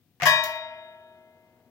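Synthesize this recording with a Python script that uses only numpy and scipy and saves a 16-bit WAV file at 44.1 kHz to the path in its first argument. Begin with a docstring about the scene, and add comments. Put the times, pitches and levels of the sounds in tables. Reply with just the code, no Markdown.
"""In a small bare room, a ceiling fan's pull chain is let go. The switch clicks back and knocks the
housing, then the pendant (the weight on the chain) flies into a glass lamp shade. The glass rings, and
pairs of nearly equal tones make it throb slowly. The chain ticks as it falls. The room answers each hit
with a short wash of echoes, over the faint hum of the fan."""
import sys
import numpy as np
from scipy import signal
from scipy.fft import rfft, irfft
from scipy.io import wavfile

SR = 44100
rng = np.random.default_rng(int(sys.argv[2]) if len(sys.argv) > 2 else 0)


def master_out(mix):
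    """Clip the mix to full scale and print it as 16-bit PCM to the path in sys.argv[1]."""
    frames = np.transpose(np.atleast_2d(mix))
    ceiling = np.clip(frames, -1, 1)
    pcm = np.round(ceiling * 32767).astype(np.int16)
    wavfile.write(sys.argv[1], SR, pcm)


N = 74970
KNOCK_S, CRACK_S = .2215, .003  # when the switch knocks the housing; how fast a hit's crack fades
ROOM_T60_S = .35  # a "t60" is the time a sound takes to fade by 60 dB


def glass_shade():
    """The pendant clacks against the glass three times and sets it ringing."""
    # the pendant's hits: t/s, level/dB, extra treble/dB
    hits = [(.2555, 1, -2), (.2645, -2, 5), (.2725, 1, -6)]
    # tone colour of a clack: f/Hz, level/dB
    colour = [(30, -32.5), (70, -34), (140, -6.5), (300, -24.5), (520, -16), (800, -19.5), (1170, 4),
              (1350, -28.5), (1750, 4), (2400, -13.5), (3150, 1), (4100, -15), (5500, -8), (7500, -15),
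              (9400, -19.5), (11500, -13), (15500, -15)]
    # the glass's own tones: f/Hz, level/dB, t60/s, left minus right/dB
    tones = [(1923, -16, .81, 1), (1701, -15, .49, 19), (1102.5, -19, .74, 15), (1638.5, -18, .45, 4),
             (3750, -22.5, .98, 13), (1003, -23, .68, 8), (2437, -22, .9, 10), (1773, -26, .6, 8),
             (5028, -26, .33, 14), (3754.15, -23, .98, 13), (921.3, -27, 1.19, 7), (633.7, -27.5, 2.15, 5),
             (615.7, -28, 1.15, 6), (1963, -28, .6, 10), (3175, -30, .35, 0), (2442, -30, .95, 6),
             (934, -31, 2.05, 4), (4488, -35, .58, 6), (664.4, -36, 1.95, -4), (4713, -35, .51, 12),
             (4914, -35, .8, 8), (5465, -36, .7, 1), (1675, -37, 2.0, 4), (1367, -39, .88, 10),
             (6712, -39, .49, 1), (5985, -42, .6, 0), (1336.3, -42, 2.0, -4), (3255, -42, 1.3, 8),
             (7843, -43, .45, 0), (3623, -43, 1.7, 6), (2870, -40, 1.4, 2), (12460, -43, .35, -8),
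             (2077, -48, 2.5, 10), (2078.25, -48, 2.5, 10), (2476, -45, 2.1, 3), (3103, -50, 2.2, 3)]
    clacks = impacts(hits, colour, pan_db=4, crack_db=0, t60=ROOM_T60_S)
    glass = ring(tones + list(weak_glass_tones(count=64)), start=hits[0][0], rise_s=.006, waver_db=.8)
    return undb(-25) * clacks + glass


def weak_glass_tones(count):
    """Glass also has many weak tones, scattered in pitch; the higher ones die sooner."""
    # typical strength of a weak tone: f/Hz, level/dB
    levels = [(780, -62), (1150, -61.5), (1750, -44), (2600, -42), (3200, -35), (4200, -44.5), (5500, -48),
              (7500, -49), (9400, -54), (12000, -51.5), (15500, -48)]
    place, size, side = rng.random((count, 3)).T
    lowest, highest = levels[0][0], levels[-1][0]
    hz = lowest * (highest / lowest) ** ((np.arange(count) + place) / count)
    db = across(hz, levels) + 10 * (size - .5)
    t60 = 1.984 * (hz / 1000) ** -.66
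    pan_db = 3 + 20 * (side - .5)
    return zip(hz, db, t60, pan_db)


def switch():
    """The switch's ratchet springs back in a few clicks and knocks the fan's housing."""
    # the ratchet's clicks: t/s, level/dB, extra treble/dB
    hits = [(.2003, -15, -17), (.2088, -12, -10), (.2208, -5, 1), (.2312, -4, 6), (.2348, 0, -9)]
    # tone colour of a click: f/Hz, level/dB
    colour = [(30, -13.5), (100, -14), (330, -21), (600, -1.5), (1100, -1.5), (2100, 7.5), (3500, -7.5),
              (6300, -9), (9400, -33.5), (12000, -20.5), (16000, -23.5)]
    # the housing's own tones: f/Hz, level/dB, t60/s, left minus right/dB
    housing = [(151.5, -29.5, 0.45, 5), (106, -44.5, 1, 2), (711, -20.5, 0.3, 5), (2134, -15, 0.033, 23)]
    clicks = impacts(hits, colour, pan_db=6, crack_db=.5, t60=.16)
    return undb(-23) * clicks + ring(housing, start=KNOCK_S, rise_s=.005)


def chain():
    """The falling chain makes light, bright ticks; the first sets the pendant ringing."""
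    # the chain's ticks: t/s, level/dB, extra treble/dB
    hits = [(.4368, 0, 0), (.4395, 0, 0), (.5535, -20, -1)]
    # tone colour of a tick: f/Hz, level/dB
    colour = [(40, -8), (400, 3), (1200, -6), (2300, 2), (3600, 7), (5200, 7.5), (7400, 3), (8400, -14),
              (9900, -17), (10700, 6.5), (12500, 4), (14200, 10), (16000, 10.5)]
    # the pendant's own tones: f/Hz, level/dB, t60/s, left minus right/dB
    pendant = [(14150, -39, .26, 0), (10630, -46, .25, -4), (2230, -37, .14, 3), (5600, -42, .25, 0),
               (7250, -42, .12, -2)]
    ticks = impacts(hits, colour, pan_db=-3, crack_db=3, t60=ROOM_T60_S)
    return undb(-34) * ticks + ring(pendant, start=hits[0][0], rise_s=CRACK_S)


def fan():
    """The motor's hum and whirr grow once the switch has turned, over soft room noise."""
    # the motor's hum tones at full strength: f/Hz, level/dB
    hum_tones = [(104, -80.5), (120, -84), (240, -72.5), (360, -73), (478, -78), (720, -77)]
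    # tone colour of the motor's whirr: f/Hz, level/dB
    whirr_colour = [(60, -14), (200, -2), (400, 0), (700, -5), (1200, -12), (2200, -20), (5000, -38)]
    # tone colour of the room noise: f/Hz, level/dB
    air_colour = [(25, -31.5), (50, -22), (95, 2.5), (170, -4), (280, -6.5), (450, -23), (1000, -27.5),
                  (3000, -23), (8000, -31.5), (13000, -28.5), (16000, -19.5)]
    t, hum = since(0), np.zeros(N)
    for hz, db in hum_tones:
        level = np.sqrt(2) * undb(db + 2.5 * waver(t))
        hum += level * np.sin(2 * np.pi * (hz * t + rng.random()))
    whirr = undb(-67.5) * irfft(noise(whirr_colour), N)
    spin_up = undb(-13.5 * np.exp(-since(KNOCK_S) / .05))
    air = undb(-66) * irfft(noise(air_colour), N)
    return pan(5.5) * ((hum + whirr) * spin_up + air)


def impacts(hits, colour, pan_db, crack_db, t60, pan_peak_hz=1760, treble_hz=4000):
    """Each hit is a short crack and a dense wash of room echoes whose treble dies first."""
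    # how long each pitch range lingers in the room: f/Hz, share of the t60
    linger = [(100, 1.2), (500, 1.1), (1500, 1.0), (3000, 1.0), (5500, 1.0), (8000, .8), (12000, .7),
              (16000, .62)]
    hz, out = bins(), np.zeros((2, N))
    centres, shares = np.array(linger).T
    bands = [np.interp(np.log(hz), np.log(centres), pick) for pick in np.eye(len(centres))]
    sides = pan(pan_db * np.exp(-np.log(hz / pan_peak_hz) ** 2))
    treble = hz ** 2 / (hz ** 2 + treble_hz ** 2)
    for start, db, treble_db in hits:
        age = since(start)
        spectrum = noise(colour) * sides * undb(db + treble_db * treble)
        crack = (age > 0) * (1 + undb(crack_db) * np.exp(-age / CRACK_S))
        for band, share in zip(bands, shares):
            fade = undb(-60 * age / (t60 * share))
            out += irfft(spectrum * band, N) * crack * fade
    return out


def ring(tones, start, rise_s, waver_db=0, lag_s=.00016, lag_above_hz=1400):
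    """A struck object rings with fading tones; the high ones reach the right ear a little late."""
    first, out = int(start * SR), np.zeros((2, N))
    for k, (hz, db, t60, pan_db) in enumerate(tones):
        age = np.arange(min(N - first, int(1.2 * t60 * SR))) / SR
        lag = np.array([[0], [lag_s]]) * (1 - np.exp(-(hz / lag_above_hz) ** 2))
        level = undb(db + waver_db * waver(age) - 60 * age / t60)
        wave = (-1) ** k * np.sin(2 * np.pi * hz * (age - lag))  # every second tone is flipped
        out[:, first:first + len(age)] += level * pan(pan_db) * wave
    return out * (1 - np.exp(-since(start) / rise_s))


def noise(colour, alike_below_hz=1740):
    """Spectrum of stereo noise: alike in both ears in the bass, unrelated in the treble."""
    hz = bins()
    mid, side = rfft(rng.standard_normal((2, N)))
    alike = .92 / (1 + (hz / alike_below_hz) ** 4)
    stereo = mid * np.sqrt(1 + alike) + np.array([[1], [-1]]) * side * np.sqrt(1 - alike)
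    gain = undb(across(hz, colour))
    return stereo * gain / np.sqrt(2 * np.mean(gain ** 2))  # same power whatever the colour


def waver(t, steps_per_s=7):
    """A slow random drift, roughly 1 either way."""
    return np.interp(t * steps_per_s, np.arange(64), rng.standard_normal(size=64))


def undb(db):
    """Turn decibels into a number to multiply by."""
    return 10 ** (np.asarray(db) / 20)


def pan(db):
    """Left and right gains that make the left side louder by db."""
    gains = undb(np.array([db, -db]).reshape(2, -1) / 2)
    return gains / np.sqrt(np.mean(gains ** 2, axis=0))


def across(hz, points):
    """Read between (f/Hz, value) points, giving each octave equal room."""
    freqs, values = np.array(points).T
    return np.interp(np.log(hz), np.log(freqs), values)


def since(start):
    """Seconds since a moment, zero before it."""
    return np.maximum(np.arange(N) / SR - start, 0)


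def bins():
    """The frequencies of a spectrum, in Hz."""
    return np.maximum(np.arange(N // 2 + 1) * SR / N, 1)


def scene():
    """Switch, glass shade and chain sound in turn over the fan."""
    return switch() + glass_shade() + chain() + fan()


def record(dry):
    """A steep filter cuts the treble above 15800 Hz."""
    return signal.sosfilt(signal.ellip(10, .2, 70, 15800, fs=SR, output="sos"), dry)


dry = scene()
out = record(dry)
master_out(out)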